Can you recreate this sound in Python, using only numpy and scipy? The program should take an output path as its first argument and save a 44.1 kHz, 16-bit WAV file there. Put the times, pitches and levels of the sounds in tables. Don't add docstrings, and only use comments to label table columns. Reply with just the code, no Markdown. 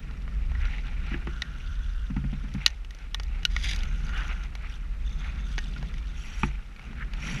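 import sys
import numpy as np
from scipy import signal
from scipy.fft import rfft, irfft, next_fast_len
from scipy.io import wavfile
from scipy.ndimage import uniform_filter1d, map_coordinates

SR = 44100
rng = np.random.default_rng(int(sys.argv[2]) if len(sys.argv) > 2 else 0)


def master(y):
    cut = np.clip(np.atleast_2d(y).T, -1, 1)
    pcm = np.round(cut * 32767)
    wavfile.write(sys.argv[1], SR, pcm.astype(np.int16))


N = 326340

# (most pressure t/s, rise t/s, fall t/s, grind level/dB, ring level/dB)
PUSHES = [(0.65, 0.095, 0.065, -50, -46.5), (0.74, 0.097, 0.088, -45.5, -60),
          (0.87, 0.031, 0.025, -48, -47.5), (1.13, 0.22, 0.12, -47, -50), (2.63, 0.069, 0.094, -46.5, -55),
          (3.02, 0.074, 0.051, -52.5, -58), (3.36, 0.077, 0.064, -49.5, -57),
          (3.71, 0.082, 0.27, -46.5, -56), (4.18, 0.066, 0.081, -41.5, -36), (4.31, 0.076, 0.052, -45, -43),
          (4.439, 0.043, 0.023, -48.5, -47), (4.64, 0.053, 0.14, -51, -51),
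          (5.25, 0.061, 0.12, -47.5, -49.5), (6.42, 0.3, 0.21, -51.5, -54),
          (6.83, 0.07, 0.068, -52.5, -55.5), (7.02, 0.053, 0.023, -50, -45), (7.29, 0.12, 0.56, -41.5, -48)]
# (start t/s, end t/s, song level/dB, hiss level/dB, whistle f/Hz,
# whistle half width f/Hz, whistle level/dB, lower band against the whistle level/dB)
GLIDES = [(1.278, 2.125, -51, -56.5, 6150, 280, -70, 0.5), (2.12, 2.803, -62, -60.5, 5830, 400, -77, 4),
          (3.533, 4.478, -52.5, -54.5, 6220, 400, -62, -14), (4.678, 4.768, -59, -53, 8200, 900, -76, 2),
          (5.04, 5.705, -67, -59.5, 6230, 280, -66, 9), (5.455, 5.72, -58.5, -53.5, 8100, 700, -72, -5),
          (5.707, 6.176, -70, -57.5, 6200, 380, -75, 10)]
# (t/s, level/dB)
BUMPINESS = [(0.0, -48), (0.9, -48.5), (1.3, -49), (1.57, -50), (2.06, -57), (2.29, -53), (2.49, -48),
             (2.78, -60), (3.73, -46.5), (4.18, -46.5), (4.74, -54.5), (5.36, -46.5), (5.61, -47.5),
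             (5.85, -43.5), (6.04, -50.5), (6.76, -56.5), (6.9, -46), (7.13, -50.5), (7.32, -39),
             (7.4, -40)]
# (f/Hz, level/dB)
RING_SPECTRUM = [(300, -24.5), (650, -24), (850, -17.5), (1050, -8.5), (1250, -3.5), (1390, -0.5),
                 (1550, -6.5), (1850, -4), (2800, -28.5), (4500, -63.5)]
# (f/Hz, level/dB)
GRIND_SPECTRUM = [(150, -25.5), (400, -9), (620, -11.5), (850, -1.5), (1020, -11), (1500, -11), (1950, 1),
                  (2450, 0.5), (2900, -4.5), (3250, -11), (3900, -9.5), (5000, -24.5), (8000, -41.5),
                  (14000, -62)]
# (f/Hz, level/dB)
HISS_SPECTRUM = [(1500, -33), (2800, 9), (3150, 8.5), (3550, 8.5), (4300, 1), (4700, 2), (5100, -2),
                 (5650, 3.5), (6450, -5), (6900, -8), (8100, -14), (10000, -13.5), (12200, -18.5),
                 (15000, -48)]
# (f/Hz, level/dB)
SONG_SPECTRUM = [(700, -32), (1150, -10), (1290, -2.5), (1390, 6.5), (1540, 4.5), (1720, -5), (2400, -31.5),
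                 (2850, -2), (3150, -13), (3520, -12), (3900, -39), (5500, -48)]
# (most pressure t/s, rise t/s, fall t/s, level/dB, pitch f/Hz)
SCUFFS = [(0.635, .03, 0.046, -42.5, 1930), (0.735, 0.029, 0.027, -47, 2280),
          (1.142, 0.0078, 0.0057, -34, 2150), (5.248, 0.0093, 0.011, -41.5, 1840),
          (6.985, 0.017, 0.026, -48.5, 1880), (7.025, 0.016, 0.012, -37, 1670)]
# (t/s, level/dB)
SHAVE = [(3.5, -49.5), (3.59, -51), (3.66, -37), (3.712, -35.5), (3.745, -47.5), (3.795, -60), (3.86, -69)]
# (f/Hz, level/dB)
SPRAY_SPECTRUM = [(900, -18), (1450, -11), (1750, -2), (2150, 3.5), (2550, -0.5), (3050, 1), (3400, 5.5),
                  (3950, 2), (4400, -11), (4800, 5.5), (5200, -3), (6200, -2.5), (7900, -16.5),
                  (10000, -13), (12000, -24), (15000, -37)]
# (t/s, peak level/dB, main pitch f/Hz, its lift level/dB,
# second pitch f/Hz, its lift level/dB, thud level/dB, low knock level/dB, hollow ring level/dB,
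# treble tilt level/dB, top against snap level/dB)
CLACKS = [(1.42, -23, 3870, 14, 1980, 8, -10, -6, 7, 10, -6),
          (2.662, -7.6, 3970, 7.5, 2850, 5.5, -12, -9, 7.5, 27.5, -8),
          (2.678, -30, 6300, 9, 1840, 3, -20, -8, -7, 5, -14),
          (3.145, -23, 3700, 13, 1180, 5, -15, -5, 0, -4, 5),
          (3.198, -32, 3040, 0, 1240, 5, -3, 3, 1, 6, -12),
          (3.451, -13.5, 2970, 7.5, 4170, 9.5, -13, -25, -11, 1, -2.5),
          (3.564, -21, 2070, 13, 3440, 2, -8, -8, 0, -5, -11),
          (5.58, -25.5, 1670, 21, 2530, 4, 0, -1, 2, -6.5, -7.5),
          (5.587, -31.5, 1680, 13, 6500, 9, -9, -11, 0, -3, -7),
          (6.4321, -18.5, 2510, 14.5, 1240, 4, -16, 5, -3, -49, -4)]
# (f/Hz, starting level/dB, time to fall 60 dB t/s)
BLOW_MODES = [(855, -8.5, 0.024), (1150, -23, 0.028), (1431, -5.5, 0.033), (1834, -21, 0.14),
              (1907, -3.5, 0.023), (2240, -2.5, 0.023), (2564, -6.5, 0.023), (2930, 0, 0.019),
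              (3390, 2.5, 0.0093), (3750, -8, 0.015), (3994, 0, 0.0088), (4680, 2.5, 0.0063),
              (5500, -7, 0.0063), (5950, -3, 0.011), (6600, -11, 0.012), (9460, -12.5, 0.0085)]
CONTACT_HZ = [550, 900, 1450, 1950, 2800, 5600, 14500]
# (t/s, peak level/dB, main pitch f/Hz,
# low knock level/dB, treble tilt level/dB)
TICKS = [(0.11, -44.5, 910, -2, -15), (0.278, -40, 1180, -4, -38), (0.517, -42.5, 1756, 3, -24),
         (0.55, -38, 1930, -8, -34), (0.653, -36.5, 1380, -14, -25), (1.271, -36.5, 1240, -5, -39),
         (2.164, -37, 2050, 6, -23), (2.243, -46, 1500, 9, -23), (2.331, -44.5, 1980, 15, -26),
         (2.539, -44.5, 1520, -10, 28), (2.703, -45, 6000, -12, 1), (2.847, -41, 2710, -8, -4),
         (2.907, -41, 1890, -17, 8), (2.948, -44.5, 1400, 12, 23), (2.987, -48.5, 5600, -7, 1),
         (3.233, -42, 1880, 0, 27), (3.431, -40, 2930, -20, -4), (3.747, -40, 2800, -8, 14),
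         (3.761, -36.5, 3840, -14, 29), (3.79, -40, 4750, -12, 16), (3.833, -35, 2290, -23, 5),
         (4.066, -45, 4900, -10, 9), (4.092, -37, 1400, -9, -16), (4.279, -46, 6540, -12, 22),
         (4.436, -47, 5770, -2, 10), (4.552, -36.5, 2360, -1, 0), (5.762, -37.5, 1430, -18, -32),
         (5.827, -37.5, 1700, 6, -8), (5.94, -40.5, 2100, -17, -10), (5.982, -43.5, 2500, -10, -9),
         (6.762, -44, 2400, -8, -16), (6.794, -41, 2180, -1, -22), (6.93, -44, 2100, 5, -21),
         (7.135, -37.5, 2430, -4, -9)]
# (t/s, level/dB)
DRAGS = [
    [(6.14, -85), (6.18, -65.5), (6.33, -66), (6.45, -63), (6.49, -70), (6.51, -84)],
    [(7.15, -90), (7.21, -69), (7.26, -58.5), (7.4, -62.5)],
]
# (f/Hz, width f/Hz, level/dB)
DRAG_MODES = [(2630, 930, 17), (4520, 380, 7), (5680, 190, 16.5), (6420, 300, 8), (7430, 350, 4),
              (10030, 400, 1), (12100, 900, -12)]
# (t/s, peak level/dB, upper tones level/dB)
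JOLTS = [(1.116, -28, -5), (1.143, -26, 1), (1.27, -30.5, 1), (2.101, -28.5, -25), (2.166, -22.5, -20),
         (2.239, -26, -22), (2.327, -28, -16.5), (2.44, -33, -16), (2.548, -24.5, -20), (6.433, -19, -6)]
# (f/Hz, starting level/dB, time to fall 60 dB t/s)
MOUNT_MODES = [(138.7, -5.5, 0.29), (194, 1.5, 0.1), (255, -4, 0.091), (342, -7.5, 0.13)]
# (t/s, level/dB)
GUSTS = [(0, -35.5), (0.45, -25.5), (0.62, -22.5), (0.8, -33), (1.02, -26.5), (1.45, -35), (1.74, -27),
         (2.55, -31), (3.0, -37), (3.2, -29.5), (3.8, -26.5), (4.28, -29.5), (4.6, -34.5), (5.04, -28),
         (6.28, -32.5), (6.47, -27), (6.76, -42.5), (7.06, -30), (7.4, -36)]
# (f/Hz, level/dB)
BUFFET_SPECTRUM = [(10, -23.5), (24, -5.5), (37, 1.5), (45, 0), (54, -1), (68, -10.5), (95, -24),
                   (150, -38), (400, -64), (900, -120)]
# (f/Hz, level/dB)
SHUDDER_SPECTRUM = [(60, -40), (110, -7.5), (142, 3), (168, -4.5), (195, -4), (245, -10.5), (295, -17),
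                    (350, -20.5), (450, -24), (700, -30), (1500, -72.5)]
# (f/Hz, level/dB)
AIR_SPECTRUM = [(300, 23), (2500, 9.5), (5000, 9.5), (8000, 2.5), (12000, -3.5), (15000, -13)]

SWELL_SHAPE = 1.4
BITE_HISS_DB = -9
BITE_RING_DB, BITE_SONG_DB = -5.5, -3.5
SET_DOWN_S, LIFT_S, GLIDE_FADE_DB_PER_S = 0.011, 0.04, 5
COAST_RING_DB, COAST_GRIND_DB, COAST_HISS_DB = -58.5, -57, -64
COAST_FOLLOWS = 0.56
UNDER_WHISTLE_RATIO, OVER_WHISTLE_RATIO = 0.567, 1.66
OVER_WHISTLE_DB = -20
SCUFF_OCTAVES = 0.4
CONTACT_S = 0.0005
SHOULDER_SHARE = 0.47
TICK_LIFT_DB, TICK_THUD_DB = 9.5, 0
DRAG_BEND, DRAG_BENDS_PER_S, DRAG_SKIRT_DB = 0.019, 9, -6.5
DUCK_ABOVE_DB, DUCK_SHARE = -5.5, 0.31
DUCK_ATTACK_S, RECOVER_DB_PER_S = 0.0098, 2
TOP_HZ = 15200


def skates():
    ring_gain, grind_gain, hiss_gain, song_gain = blade_levels()
    splinters = chips(rate=700, centre_hz=4800, spread=1.3, life=2, spread_db=2.4)
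    breaks = fractures(rate=800, spread_db=3) + amp(-2) * splinters
    ring = friction(RING_SPECTRUM, breaks, grain_db=-6.5, chatter_db=3, patchy_db=0.5)
    grind = friction(GRIND_SPECTRUM, breaks, grain_db=-8.0, chatter_db=2.2, patchy_db=1.5)
    hiss = friction(HISS_SPECTRUM, breaks, grain_db=0.5, chatter_db=3.0, patchy_db=3.0, chatter_rate=220)
    song = friction(SONG_SPECTRUM, breaks, grain_db=-18.0, chatter_db=1.3, patchy_db=1.6, chatter_rate=25)
    return ring_gain * ring + grind_gain * grind + hiss_gain * hiss + song_gain * song


def blade_levels():
    bumps_db, = curves(BUMPINESS)
    coast = amp(COAST_FOLLOWS * (bumps_db - bumps_db.mean()))
    ring, grind, hiss = [(amp(db) * coast) ** 2 for db in (COAST_RING_DB, COAST_GRIND_DB, COAST_HISS_DB)]
    song = np.zeros(N)
    for peak_s, rise_s, fall_s, grind_db, ring_db in PUSHES:
        pressure = swell(peak_s, rise_s, fall_s)
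        ring += (amp(ring_db + BITE_RING_DB) * pressure) ** 2
        song += (amp(ring_db + BITE_SONG_DB) * pressure) ** 2
        grind += (amp(grind_db) * pressure) ** 2
        hiss += (amp(grind_db + BITE_HISS_DB) * pressure) ** 2
    for start_s, end_s, song_db, hiss_db, *_ in GLIDES:
        speed = run_out(start_s, end_s)
        song += (amp(song_db) * speed) ** 2
        hiss += (amp(hiss_db) * speed) ** 2
    return np.sqrt([ring, grind, hiss, song])


def swell(peak_s, rise_s, fall_s):
    t = np.arange(N) / SR - peak_s
    return np.exp(-np.abs(t / np.where(t < 0, rise_s, fall_s)) ** SWELL_SHAPE)


def run_out(start_s, end_s):
    t = np.arange(N) / SR
    set_down = np.clip((t - start_s) / SET_DOWN_S, 0, 1)
    lift = np.clip((end_s - t) / LIFT_S + 0.5, 0, 1)
    return set_down * lift * amp(-GLIDE_FADE_DB_PER_S * (t - start_s))


def whistles(flutter_db=4.5, patchy_db=3.5, drift_db=0.3, buzz_db=2.5):
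    f, track = np.fft.rfftfreq(N, 1 / SR), np.zeros(N)
    flutter = amp(flutter_db * wobble(40) + drift_db * wobble(6.1) + buzz_db * wobble(300))
    rub = rfft(patchy(rng.standard_normal(N), patchy_db) * flutter)
    for start_s, end_s, _, _, hz, width_hz, db, under_db in GLIDES:
        middle, under, over = [unit(irfft(rub / (1 + ((f / ratio - hz) / width_hz) ** 2), N))
                               for ratio in (1, UNDER_WHISTLE_RATIO, OVER_WHISTLE_RATIO)]
        bands = middle + amp(under_db) * under + amp(OVER_WHISTLE_DB) * over
        track += amp(db) * run_out(start_s, end_s) * bands
    return track


def scuffs():
    f, track = np.fft.rfftfreq(N, 1 / SR), np.zeros(N)
    rasp = rfft(patchy(fractures(rate=2500, spread_db=2), depth_db=2))
    for peak_s, rise_s, fall_s, db, hz in SCUFFS:
        band = 1 / (1 + (np.log2((f + 1) / hz) / SCUFF_OCTAVES) ** 4)
        track += amp(db) * swell(peak_s, rise_s, fall_s) * unit(irfft(rasp * band, N))
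    return track


def shave():
    level_db, = curves(SHAVE, outside=-120)
    coarse = chips(rate=3000, centre_hz=4200, spread=1.5, life=2.5, spread_db=2)
    dust = fractures(rate=900, spread_db=3)
    flutter = amp(2.6 * wobble(200) + 1.8 * wobble(45))
    crunch = patchy(coarse + amp(2) * dust, depth_db=1.2) * flutter
    return amp(level_db + 2.0) * unit(coloured(crunch, SPRAY_SPECTRUM))


def clacks():
    track = np.zeros(N)
    for s, db, main_hz, main_db, second_hz, second_db, *contact in CLACKS:
        favoured = [(main_hz, main_db), (second_hz, second_db)]
        add(track, s, blow(favoured, *contact, crush_t60=0.017), db)
    return track


def blow(favoured, thud_db, knock_db, hollow_db, tilt_db, top_db, crush_t60,
         crush_db=2, rattle_t60=0.084, rattle_db=-25, spot_octaves=0.24):
    t = np.arange(SR // 6) / SR
    ring = np.zeros(len(t))
    for k, (hz, level_db, t60) in enumerate(BLOW_MODES):
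        fade = amp(level_db + rng.normal(0, 1.0) - 60 * t / t60)
        ring += (-1) ** k * fade * np.sin(2 * np.pi * hz * t + rng.normal(0, 0.9))
    grit = unit(coloured(rng.standard_normal(len(t)), [(250, -5.0), (750, -0.5), (6300, -10.0),
                                                     (7800, -25.5), (12500, -25.5), (15000, -38.0)]))
    grit_fade = amp(crush_db - 60 * t / crush_t60) + amp(rattle_db - 60 * t / rattle_t60)
    hit = (ring + grit * grit_fade) * (1 - np.exp(-(t / CONTACT_S) ** 2))
    for hz, lift_db in favoured:
        hit = coloured(hit, [(hz / 2 ** spot_octaves, 0), (hz, lift_db), (hz * 2 ** spot_octaves, 0)])
    snap_db = tilt_db * np.log2(CONTACT_HZ[4] / CONTACT_HZ[3])
    levels_db = [thud_db, knock_db, 0, hollow_db, SHOULDER_SHARE * snap_db, snap_db, snap_db + top_db]
    return coloured(hit, list(zip(CONTACT_HZ, levels_db)))


def ticks():
    track = np.zeros(N)
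    for s, db, main_hz, knock_db, tilt_db in TICKS:
        tick = blow([(main_hz, TICK_LIFT_DB)], knock_db + TICK_THUD_DB, knock_db, 0, tilt_db,
                    top_db=1, crush_t60=0.022)
        add(track, s, tick, db)
    return track


def drags():
    level = sum(amp(curves(stroke, outside=-120)[0]) for stroke in DRAGS)
    f = np.fft.rfftfreq(N, 1 / SR)
    rasp = rfft(patchy(fractures(rate=6000, spread_db=1.5), depth_db=4.0))
    flex = np.clip(0.5 + 0.5 * wobble(DRAG_BENDS_PER_S), 0, 1)
    slack, stiff = [unit(irfft(rasp * stick_resonances(f / ratio), N))
                    for ratio in (1 - DRAG_BEND, 1 + DRAG_BEND / 2)]
    return amp(15.5) * level * unit((1 - flex) * slack + flex * stiff)


def stick_resonances(f):
    gain = np.zeros(len(f))
    for hz, width_hz, db in DRAG_MODES:
        offset = (f - hz) / width_hz
        peak = 1 / (1 + (offset * 1.2) ** 4)
        skirt = amp(DRAG_SKIRT_DB) / (2 + offset ** 2)
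        gain += amp(db) * (peak + skirt)
    return gain


def jolts(attack_s=0.00087, creak_db=-14, creak_t60=0.095):
    track, t = np.zeros(N), np.arange(SR // 3) / SR
    for s, db, upper_db in JOLTS:
        thud = np.zeros(len(t))
        for hz, level_db, t60 in MOUNT_MODES:
            fade = amp(level_db + rng.normal(0, 1) - 60 * t / t60)
            thud += fade * np.sin(2 * np.pi * (hz * t + rng.random()))
        creak = unit(coloured(rng.standard_normal(len(t)), [
            (200, -11.0), (400, 8.5), (620, -30.0), (850, 3.0), (1050, -5.0),
            (1400, -1.0), (2600, -2.5), (4000, -24.5), (9000, -45.0)]))
        bump = (thud + amp(creak_db - 60 * t / creak_t60) * creak) * (1 - np.exp(-t / attack_s))
        tone = [(250, 0), (340, upper_db + 4.0), (800, upper_db / 2 + 6.0)]
        add(track, s, coloured(bump, tone), db)
    return track


def wind():
    (buffet_db,), (bumps_db,) = curves(GUSTS), curves(BUMPINESS)
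    buffet = amp(buffet_db - 0.9) * rumble(BUFFET_SPECTRUM, evenness=0.37)
    shudder = amp(bumps_db + 2.0) * rumble(SHUDDER_SPECTRUM, evenness=0.087)
    return buffet + shudder


def rumble(spectrum, evenness):
    z = signal.hilbert(coloured(rng.standard_normal(N), spectrum))
    power = np.abs(uniform_filter1d(np.abs(z) ** 2, size=2600)) + 1e-20
    return unit(z.real / power ** (np.clip(evenness, 0, 1) / 2))


def air():
    return amp(-61.5) * unit(coloured(rng.standard_normal(N), AIR_SPECTRUM))


def friction(spectrum, breaks, grain_db, chatter_db, patchy_db, chatter_rate=70):
    force = patchy(rng.standard_normal(N) + amp(grain_db) * breaks, patchy_db)
    chatter = amp(chatter_db * np.clip(wobble(chatter_rate), -2, 2))
    return unit(coloured(force * chatter, spectrum))


def fractures(rate, spread_db):
    sizes = amp(spread_db * np.minimum(rng.exponential(size=N), 3.5))
    return unit((rng.random(N) < rate / SR) * sizes * rng.choice([-1, 1], N))


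def chips(rate, centre_hz, spread, life, spread_db):
    start, pitch, size = rng.random((int(rate * N / SR), 3)).T
    hz = np.clip(centre_hz * 2 ** (spread * (2 * pitch - 1)), 500, 14000)[:, None]
    gain = amp(spread_db * np.minimum(-np.log(1 - size), 4))[:, None]
    step = np.arange(SR // 120)
    cycles = hz * step / SR
    rings = gain * np.exp(-cycles / life) * np.sin(2 * np.pi * cycles)
    place = (start * N).astype(int)[:, None] + step
    return unit(np.bincount(place.ravel(), rings.ravel(), N)[:N])


def patchy(x, depth_db):
    z = signal.stft(x, nperseg=256)[2]
    field = uniform_filter1d(rng.standard_normal(z.shape), size=5, axis=0)
    field = uniform_filter1d(field, size=4, axis=1)
    return signal.istft(z * amp(depth_db * unit(field)), nperseg=256)[1][:N]


def amp(db):
    return 10 ** (np.asarray(db) / 20)


def unit(x):
    return x / np.sqrt(np.mean(x ** 2) + 1e-20)


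def along(points, hz):
    f, v = np.transpose(points)
    return np.interp(np.log(hz + 1), np.log(f + 1), v)


def curves(rows, outside=None):
    s, *cols = np.transpose(rows)
    return [np.interp(np.arange(N) / SR, s, c, outside, outside) for c in cols]


def wobble(rate):
    return map_coordinates(rng.standard_normal(int(N * rate / SR) + 4), [np.arange(N) * rate / SR])


def coloured(x, spectrum):
    m = 2 * next_fast_len(len(x) // 2 + SR // 8)
    cepstrum = irfft(np.log(amp(along(spectrum, np.fft.rfftfreq(m, 1 / SR)))))
    cepstrum[1:m // 2] *= 2
    cepstrum[m // 2 + 1:] = 0
    return irfft(rfft(x, m) * np.exp(rfft(cepstrum)))[:len(x)]


def add(track, s, sound, db):
    start = round(s * SR)
    peak = np.sqrt(uniform_filter1d(sound ** 2, size=88).max())
    track[start:start + len(sound)] += (amp(db) * sound / peak)[:N - start]


def gain_control(x):
    recovered_db = RECOVER_DB_PER_S * np.arange(N) / SR
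    level_db = 20 * np.log10(np.abs(x[0]) + 1e-9)
    excess_db = DUCK_SHARE * np.maximum(level_db - DUCK_ABOVE_DB, 0)
    held_db = np.maximum.accumulate(excess_db + recovered_db) - recovered_db
    keep = np.exp(-1 / (DUCK_ATTACK_S * SR))
    return x * amp(-signal.lfilter([1 - keep], [1, -keep], held_db))


def scene():
    skating = skates() + whistles() + scuffs() + shave()
    stick_and_ice = clacks() + ticks() + drags()
    background = jolts() + wind() + air()
    return (skating + stick_and_ice + background)[None]


def record(dry):
    band = 1 / (1 + (np.fft.rfftfreq(N, 1 / SR) / TOP_HZ) ** 90)
    return irfft(rfft(gain_control(np.clip(dry, -1, 1))) * band, N)


dry = scene()
out = record(dry)
master(out)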